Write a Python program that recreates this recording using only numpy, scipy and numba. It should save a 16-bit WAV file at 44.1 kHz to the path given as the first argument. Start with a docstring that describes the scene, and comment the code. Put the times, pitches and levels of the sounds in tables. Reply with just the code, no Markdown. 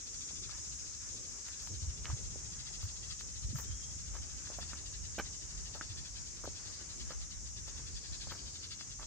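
"""Slow steps among summer cicadas.

A chorus of cicadas drones from buzzing tymbals; one on the left rasps at a changing pace, another swells.
Soft soles tap and scuff across a stone-paved courtyard, sand grains snap and a loose slab clacks.
A far bird whistles once, a breeze bumps the phone in the walker's hand, and a distant town hums."""
import sys
import numpy as np
from scipy import signal
from scipy.fft import rfft, irfft
from scipy.io import wavfile
from scipy.ndimage import uniform_filter1d
from numba import njit

SR = 44100
rng = np.random.default_rng(int(sys.argv[2]) if len(sys.argv) > 2 else 0)


def materialize(psi):
    """Save the field psi as 16-bit PCM at rate SR to the path in sys.argv[1].

    A 1-D psi becomes a single channel; in a 2-D psi each row is a channel.
    """
    bounded = np.clip(np.atleast_2d(psi).T, -1, 1)
    quanta = np.round(bounded * 32767).astype(np.int16)
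    wavfile.write(sys.argv[1], SR, quanta)


N = 399546
TIME = np.arange(N) / SR
IMPACT_TIME = TIME[:SR // 8]


def undb(db):
    """Amplitude ratio of a level in decibels."""
    return 10 ** (np.asarray(db) / 20)


def unit(x):
    """Normalisation to an rms of 1."""
    return x / np.sqrt(np.mean(x ** 2) + 1e-20)


def curve(rows):
    """Linear interpolation of (time [s], value) rows."""
    return np.interp(TIME, *np.transpose(rows))


def colour(x, points):
    """Spectral shaping by (frequency [Hz], level [dB]) points, to an rms of 1."""
    hz, db = np.transpose(points)
    f = np.maximum(np.fft.rfftfreq(x.shape[-1], 1 / SR), 1)
    bass_skirt = np.minimum(f / hz[0], 1) ** 2
    response = undb(np.interp(np.log(f), np.log(hz), db))
    return unit(irfft(rfft(x) * bass_skirt * response, x.shape[-1]))


def band(x, hz, width_hz):
    """A second-order resonance."""
    q = hz / min(width_hz, .4 * SR)
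    return signal.lfilter(*signal.iirpeak(min(hz, .45 * SR), q, fs=SR), x)


@njit
def moving_resonance(x, hz, width_hz):
    """A state-variable resonator with a moving centre and constant bandwidth."""
    y, band_state, low_state = np.empty(len(x)), 0., 0.
    for i in range(len(x)):
        g, damping = np.tan(np.pi * hz[i] / SR), width_hz / hz[i]
        v = (band_state + g * (x[i] - low_state)) / (1 + g * (g + damping))
        band_state, low_state = 2 * v - band_state, low_state + 2 * g * v
        y[i] = damping * v
    return y


def soften(x, hz):
    """A third-order low-pass."""
    return signal.sosfilt(signal.butter(3, min(hz, .45 * SR), fs=SR, output="sos"), x)


def wander(rate_hz):
    """Smooth random modulation with an rms of 1."""
    hold = int(SR / rate_hz)
    stairs = np.repeat(rng.standard_normal(N // hold + 1), hold)
    return unit(uniform_filter1d(uniform_filter1d(stairs, hold), hold)[:N])


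def noise_pair(correlation):
    """Partly correlated left and right white noise."""
    common, *own = rng.standard_normal((3, N))
    return np.sqrt(correlation) * common + np.sqrt(1 - correlation) * np.array(own)


def pan(left_db):
    """Channel gains for a left-minus-right level."""
    return undb(np.array([[left_db], [-left_db]]) / 2)


def add(track, start_s, sound):
    """Superposition of a sound on a track."""
    i = int(start_s * SR)
    track[..., i:i + sound.shape[-1]] += sound[..., :max(N - i, 0)]


def decay(t60, t=IMPACT_TIME):
    """Exponential damping by 60 dB in t60 seconds."""
    return np.exp(-np.log(1000) * t / t60)


def ring(hz, t60):
    """Free vibration of a struck, damped mode."""
    return np.sin(2 * np.pi * hz * IMPACT_TIME) * decay(t60)


def swell(length_s, rise):
    """An envelope that climbs for a share of its length, then falls to zero."""
    progress = np.linspace(0, 1, int(length_s * SR))
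    return np.sin(np.pi / 2 * np.interp(progress, [0, rise, 1], [0, 1, 0]))


def cicada_chorus(gain_db=-46, fade_db_per_s=0.45, flutter_db=0.65, singer_drift_db=2):
    """Incoherent summation: countless tymbals blur into a hiss that fades as the walker leaves the trees."""
    # filter that colours the chorus, a shrill hiss strongest near 6.5 kHz: (frequency [Hz], level [dB])
    hiss_filter = [(2500, -26.5), (4000, -16), (4600, -17.5), (5100, -3), (5600, 1.5), (6000, 1.5),
                   (6450, 7), (7000, 3), (7600, 0), (8100, -9), (9500, -18), (11000, -27), (12300, -84),
                   (15000, -40)]
    # single singers that stand out: (frequency [Hz], bandwidth [Hz], level re the crowd [dB])
    singers = [(5260, 73, -17.5), (5600, 39, -14.5), (5900, 40, -13.5), (6410, 52, -15), (6720, 97, -18.5),
               (7650, 58, -19.5), (8400, 120, -25.5)]
    crowd = colour(noise_pair(0.033), hiss_filter) * undb(flutter_db * wander(14))
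    for hz, width_hz, db in singers:
        voice = unit(band(noise_pair(0.041), hz, width_hz))
        crowd += voice * undb(db + singer_drift_db * wander(2.18))
    low_voices = band(crowd, hz=4900, width_hz=1100)
    crowd += 0.27 * low_voices * np.array([[1], [-1]])  # these sit to the left
    return crowd * undb(gain_db - fade_db_per_s * TIME) * pan(left_db=1.65)


def rasp_rhythm():
    """Phase of the near cicada's beat: time from the nearest rasp's peak [s], and effort [dB]."""
    # pace and effort: (time [s], rasps since the row before [count], level [dB])
    pace = [(0.0, 0, -54), (.22, 3, -50), (.44, 3, -50.5), (.87, 6, -54), (1.322, 6, -54), (1.748, 6, -51),
            (1.98, 3, -53), (2.315, 5, -55.5), (2.672, 5, -49), (3.112, 6, -47), (3.294, 2, -53.5),
            (3.718, 6, -51.5), (3.834, 1, -53), (4.077, 3, -54.5), (4.462, 5, -50), (4.946, 6, -48),
            (5.262, 3, -51), (5.506, 3, -51.5), (5.664, 2, -48.5), (5.83, 2, -51), (6.06, 3, -48.5),
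            (6.168, 1, -52), (6.276, 1, -52.5), (6.471, 2, -48), (6.666, 2, -49), (6.81, 2, -50),
            (7.008, 2, -47.5), (7.109, 1, -47), (7.22, 1, -51), (7.324, 1, -51.5), (7.468, 1, -52.5),
            (7.686, 2, -51), (7.97, 3, -50), (8.136, 2, -46.5), (8.306, 2, -46.5), (8.39, 1, -49),
            (8.722, 4, -46), (8.81, 1, -48), (8.917, 1, -50), (9.029, 1, -48), (9.14, 1, -48)]
    s, rasps, db = np.transpose(pace)
    beats = np.interp(TIME, s, np.cumsum(rasps))
    period_s = 1 / np.maximum(np.gradient(beats) * SR, 1)
    return ((beats + .5) % 1 - .5) * period_s, np.interp(TIME, s, db)


def near_cicada(gain_db=-3, rise_s=0.015, release_s=0.023, rest_db=-19, scatter_db=1.74,
                belly_hz=4700, belly_width_hz=320., belly_db=6, fall_octaves_per_s=6.1, diffuse_db=-8):
    """Amplitude modulation: each squeeze of the resonant abdomen opens a short burst of tymbal buzz."""
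    from_peak_s, effort_db = rasp_rhythm()
    flank_s = np.where(from_peak_s < 0, rise_s, release_s)
    squeeze = np.exp(-(from_peak_s / flank_s) ** 2) + undb(rest_db)
    buzz = rng.standard_normal(N)
    # a reflection off the paving comb-filters the buzz; its lag drifts as the walker moves
    lag_s = 0.00133 * np.exp(0.249 * wander(1.5))
    buzz += 0.8 * np.interp(TIME - lag_s, TIME, buzz)
    ports = np.array([buzz, np.roll(buzz, 5)])  # it reaches the left microphone port first
    ports += undb(diffuse_db) * rng.standard_normal((2, N))
    # the hollow abdomen stretches in each rasp, so its resonance falls; its ring arrives from all sides
    octaves = 0.083 * wander(12) - fall_octaves_per_s * from_peak_s
    hz = np.clip(belly_hz * 2 ** octaves, 1000, 9000)
    belly = np.array([moving_resonance(side, hz, belly_width_hz) for side in rng.standard_normal((2, N))])
    # filter that colours the rasp: (frequency [Hz], level [dB])
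    rasp_filter = [(700, -23), (1000, -17), (1250, -5), (1420, -10), (1650, -2), (2200, -5.5), (2800, 0),
                   (3500, 4.5), (4200, 3.5), (5200, 4.5), (6500, -11), (9000, -14.5), (11000, -22),
                   (12500, -61), (15000, -25)]
    rasp = colour(ports + undb(belly_db) * belly, rasp_filter) * squeeze
    return rasp * undb(effort_db + gain_db + scatter_db * wander(12)) * pan(left_db=5)


def second_cicada(hz=4800, width_hz=1100, gain_db=-1, throb_db=2.5):
    """Narrow-band noise: an unbroken buzz, pitched just below the chorus, swells and throbs unevenly."""
    # swells of the buzz: (time [s], level [dB])
    swells = [(0.0, -70), (1.6, -62), (2.3, -68), (2.9, -61), (3.7, -72), (4.6, -63), (5.3, -66.5),
              (6.0, -58.5), (6.3, -64.5), (6.75, -56.5), (7.35, -73), (7.65, -67), (7.95, -56), (8.55, -58),
              (8.7, -62), (9.06, -64)]
    buzz = unit(band(band(noise_pair(0.045), hz, width_hz), hz, width_hz))
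    return buzz * undb(curve(swells) + gain_db + throb_db * wander(30)) * pan(left_db=6)


def sole_taps(gain_db=3, crush_db=-16, thud_db=-14, cutoff_ratio=1.53):
    """Damped impact: a sole on stone gives a knock, a thud and a crush of dust, dulled by the rubber."""
    # heel and toe strikes: (time [s], level [dB], frequency [Hz], t60 [s])
    strikes = [(0.309, -46, 710, .008), (.494, -46, 1286, .008), (1.673, -48, 980, .008),
               (2.101, -37, 1120, 0.013), (2.358, -39.5, 496, 0.011), (3.59, -41.5, 1110, .012),
               (4.153, -41.5, 1070, 0.0058), (4.472, -44, 1710, .005), (4.501, -41.5, 600, 0.0092),
               (4.586, -36, 690, 0.02), (4.629, -44, 1500, .007), (4.733, -33.5, 1250, 0.0044),
               (5.182, -31.5, 563, 0.0067), (5.1964, -29, 420, 0.0093), (5.753, -41.5, 800, 0.007),
               (5.8112, -29.5, 1490, .008), (6.438, -41, 1150, 0.0053), (6.444, -40, 800, 0.0061),
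               (6.4543, -41, 1250, .005), (6.4755, -32.5, 580, 0.0077), (6.482, -41, 300, 0.011),
               (7.106, -38, 560, .008), (7.8, -53, 1000, 0.009), (8.271, -39, 747, 0.0086),
               (8.319, -36.5, 1380, 0.009), (8.996, -41, 1000, 0.0064)]
    out = np.zeros(N)
    for s, db, hz, t60 in strikes:
        dust = rng.standard_normal(len(IMPACT_TIME))
        crush = unit(band(dust, hz, width_hz=hz)) * decay(t60=0.048)
        blow = ring(hz, t60) + undb(crush_db) * crush + undb(thud_db) * ring(hz=320, t60=0.018)
        add(out, s, undb(db + gain_db) * soften(blow, cutoff_ratio * hz))
    return out


def sole_scuffs(rub_gain_db=0.5, slip_db=4.5, jerk_samples=32, cutoff_ratio=1.84):
    """Stick-slip friction: the sole slides in uneven jerks while sand grains crack under it."""
    # slides: (time [s], duration [s], rub level [dB], rub frequency [Hz], sand level [dB])
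    slides = [(0.516, 0.097, -62, 1300, -86), (1.073, 0.3, -60.5, 250, -90), (1.606, 0.099, -66, 1000, -74),
              (1.689, 0.069, -53.5, 210, -90), (2.036, 0.12, -55, 1400, -80), (2.16, .13, -62, 300, -90),
              (2.821, 0.049, -63, 1220, -68), (3.47, .09, -58.5, 220, -90), (3.544, 0.11, -56.5, 1250, -59),
              (3.583, 0.01, -62, 1500, -60), (3.605, 0.009, -75, 1500, -56), (3.63, 0.11, -60, 190, -90),
              (4.129, 0.074, -58, 1110, -80), (4.486, 0.08, -59.5, 696, -88), (4.579, 0.04, -59, 900, -72),
              (4.702, 0.088, -61.5, 1490, -85), (5.179, 0.041, -45.5, 1700, -65),
              (5.742, 0.049, -56, 750, -78), (5.815, .03, -63, 1300, -85), (6.438, 0.028, -50, 653, -70),
              (7.096, 0.059, -54, 1010, -76.5), (7.668, 0.035, -60, 1000, -79),
              (8.305, 0.038, -49.5, 1200, -67), (8.337, .06, -61, 1200, -80),
              (8.985, 0.075, -55.5, 950, -85)]
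    out = np.zeros(N)
    jerks = np.minimum(rng.exponential(size=(2, N // jerk_samples + 1)), 3.5)
    roughness = undb(slip_db * jerks.repeat(jerk_samples, axis=1)[:, :N])
    slips, grains = rng.standard_normal((2, N)) * roughness
    for s, length_s, rub_db, hz, sand_db in slides:
        push = swell(length_s, rise=0.26)
        span = (int(s * SR) + np.arange(len(push))) % N
        rub = unit(soften(band(slips[span], hz, width_hz=2.35 * hz), cutoff_ratio * hz))
        sand = unit(band(grains[span], hz=14400, width_hz=2800))
        add(out, s, push * (undb(rub_db + rub_gain_db) * rub + undb(sand_db) * sand))
    return out


def grain_snaps(click_gain_db=3):
    """Brittle fracture: a sand grain breaks underfoot in one thin, dry click with a glassy edge."""
    # breaking grains: (time [s], click level [dB], click frequency [Hz], edge level [dB])
    fractures = [(1.486, -28, 2580, -48), (1.6735, -31, 2500, -45.5), (2.0555, -18.5, 2740, -62),
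                 (3.21, -27.5, 2000, -48), (3.459, -50, 3000, -57), (5.068, -50, 3500, -56),
                 (8.811, -28, 1810, -60)]
    out = np.zeros(N)
    for s, db, hz, edge_db in fractures:
        click = band(ring(hz, t60=0.00066), hz, width_hz=3500)
        edge = ring(hz=13800, t60=0.0013)
        add(out, s, undb(db + click_gain_db) * click + undb(edge_db) * edge)
    return out


def loose_slab(gain_db=-6.5, scatter_db=2, crunch_db=-1, cutoff_hz=6000):
    """Modal vibration: each knock of a rocking slab weights its modes anew and crunches the grit below."""
    # knocks of the slab on its bed: (time [s], level [dB])
    knocks = [(5.182, -45), (5.1865, -33.5), (5.1925, -36), (5.1975, -31.5), (5.202, -42)]
    # modes of the slab: (frequency [Hz], level [dB], t60 [s])
    modes = [(278, -0.5, 0.046), (416, -2, 0.03), (593, -4, 0.03), (790, 1, 0.054), (1210, -4, 0.035),
             (1534, 1, 0.039), (1910, -6, 0.03), (2308, -2.5, 0.072), (2490, -6, 0.035), (2960, -10, .025),
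             (3180, -7, 0.02), (4150, -15, 0.04)]
    out = np.zeros(N)
    offsets_db = scatter_db * rng.standard_normal((len(knocks), len(modes)))
    for (s, db), offset_db in zip(knocks, offsets_db):
        clack = sum((-1) ** k * undb(mode_db + offset_db[k]) * ring(hz, t60)
                    for k, (hz, mode_db, t60) in enumerate(modes))
        grit = rng.standard_normal(len(IMPACT_TIME))
        crunch = unit(band(grit, hz=2700, width_hz=1600)) * decay(t60=0.012)
        add(out, s, undb(db + gain_db) * (clack + undb(crunch_db) * crunch))
    return soften(out, cutoff_hz)


def bird(gain_db=-0.5, waver=0.007, flutter_db=3.0):
    """A modulated pure tone: one thin, far whistle rises, catches and lingers, fluttering on its way."""
    # course of the whistle: (time [s], frequency [Hz], level [dB])
    whistle = [(3.63, 3170, -76), (3.68, 3210, -67), (3.745, 3270, -61), (3.78, 3280, -69),
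               (3.83, 3255, -59.5), (3.9, 3255, -70), (3.96, 3220, -76)]
    s, hz, db = np.transpose(whistle)
    pitch_hz = np.interp(TIME, s, hz) * (1 + waver * wander(430))
    envelope = np.interp(TIME, s, undb(db), left=0, right=0) * undb(gain_db + flutter_db * wander(137))
    return envelope * np.sin(2 * np.pi * np.cumsum(pitch_hz) / SR)


def breeze(gain_db=4, flicker_db=1.7, eddy_gain_db=2, unsteadiness=0.28):
    """Turbulence rumbles at the microphone ports; large eddies rock the pressure for a few uneven swings."""
    # strength of the rumble: (time [s], level [dB])
    gusts = [(0.0, -58.5), (.6, -57), (.85, -61), (1.2, -56.5), (1.5, -59.5), (1.9, -52.5), (2.5, -51.5),
             (3.15, -55), (3.6, -50.5), (4.4, -52.5), (5.1, -51.5), (5.75, -53.5), (6.6, -56), (7.15, -55),
             (7.7, -53), (8.1, -53.5), (8.7, -55.5), (9.06, -54.5)]
    # strongest eddies: (time [s], duration [s], level [dB], frequency [Hz], phase between ports [rad])
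    eddies = [(1.694, 0.11, -43, 80, 1.1), (1.82, 0.042, -36, 100, 0.88), (1.87, 0.04, -31.5, 85, 1),
              (2.087, 0.053, -35.5, 84.5, 1), (2.125, 0.033, -33.5, 100, 1.2),
              (2.828, 0.049, -35.5, 106, 1.1), (3.443, 0.034, -31.5, 59, 1.1),
              (3.489, 0.038, -36.5, 95, 1.1), (3.525, 0.032, -45, 200, 1.1),
              (3.545, 0.026, -33.5, 104, 1.2), (3.695, 0.026, -35, 95, 1.1), (3.718, 0.064, -38.5, 59, 1),
              (4.095, 0.097, -38.5, 52.7, 1.3), (5.893, 0.047, -41.5, 78, 0.96),
              (6.996, 0.13, -43, 55, 2.4), (7.129, 0.16, -40.5, 62.4, 2.8),
              (7.921, 0.089, -39.5, 54.7, 1.9), (8.089, 0.077, -41, 65, 2.5)]
    # spectrum of the rumble: (frequency [Hz], level [dB])
    spectrum = [(25, -26), (45, 1.5), (70, -3), (105, -8.5), (160, -15), (300, -33), (800, -45),
                (4000, -76.5)]
    out = colour(noise_pair(0.039), spectrum) * undb(curve(gusts) + gain_db + flicker_db * wander(16))
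    speed = np.exp(unsteadiness * np.tanh(wander(90)))
    for s, length_s, db, hz, apart_rad in eddies:
        start_cycles, side = rng.standard_normal(2)
        push = swell(length_s, rise=0.22)
        swing_hz = hz * np.roll(speed, -int(s * SR))[:len(push)]
        phase = 2 * np.pi * (start_cycles + np.cumsum(swing_hz) / SR)
        pressure = np.sin([phase, phase + apart_rad * np.sign(side)])
        add(out, s, undb(db + eddy_gain_db) * push * pressure)
    return out


def town_hum(gain_db=6.0, flicker_db=2.5):
    """Ambient noise: the faint hum of a far-off town, whose middle octaves flicker independently."""
    # spectrum of distant town and air: (frequency [Hz], level [dB])
    spectrum = [(25, -27), (45, -1.5), (100, -11), (160, -11.5), (300, -12), (400, -15.5), (600, -21),
                (850, -22), (1250, -20), (1700, -20.5), (2300, -21.5), (4000, -27.5), (9000, -51),
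                (15000, -79)]
    # swells of the hum: (time [s], level [dB])
    swells = [(0.0, -65.5), (0.5, -64), (.85, -65), (2.4, -64), (3.4, -67.5), (4.6, -62), (5.1, -66),
              (6.7, -63.5), (7.1, -63.5), (7.42, -68), (7.75, -64), (8.3, -64.5), (9.06, -66)]
    hum = noise_pair(0.098)
    for hz in (200, 400, 800, 1600):
        hum += (undb(flicker_db * wander(22)) - 1) * band(hum, hz, width_hz=hz / 2)
    return colour(hum, spectrum) * undb(curve(swells) + gain_db)


def courtyard(x, early_db=-5, early_t60=0.014, wash_db=-19, wash_t60=0.98):
    """Reverberation: quick reflections off body and paving, and a thin wash from the house fronts."""
    t = TIME[:SR // 2]
    out = x * pan(left_db=-1)
    for db, t60 in ((early_db, early_t60), (wash_db, wash_t60)):
        tail = rng.standard_normal((2, len(t))) * decay(t60, t)
        tail /= np.sqrt(np.sum(tail ** 2) / 2)
        out += undb(db) * signal.fftconvolve(x[None], tail, axes=1)[:, :N]
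    return out


def scene():
    """Superposition of all sources; only the steps and the bird reverberate."""
    steps = sole_taps() + sole_scuffs() + grain_snaps() + loose_slab()
    cicadas = cicada_chorus() + near_cicada() + second_cicada()
    return cicadas + courtyard(steps + bird()) + breeze() + town_hum()


def record(dry, bass_hz=36, top_hz=15500):
    """Band limiting: the phone cuts the deepest rumble and the highest treble."""
    thinned = signal.sosfilt(signal.butter(3, bass_hz, "high", fs=SR, output="sos"), dry)
    return signal.sosfilt(signal.ellip(8, .2, 70, top_hz, fs=SR, output="sos"), thinned)


dry = scene()
out = record(dry)
materialize(out)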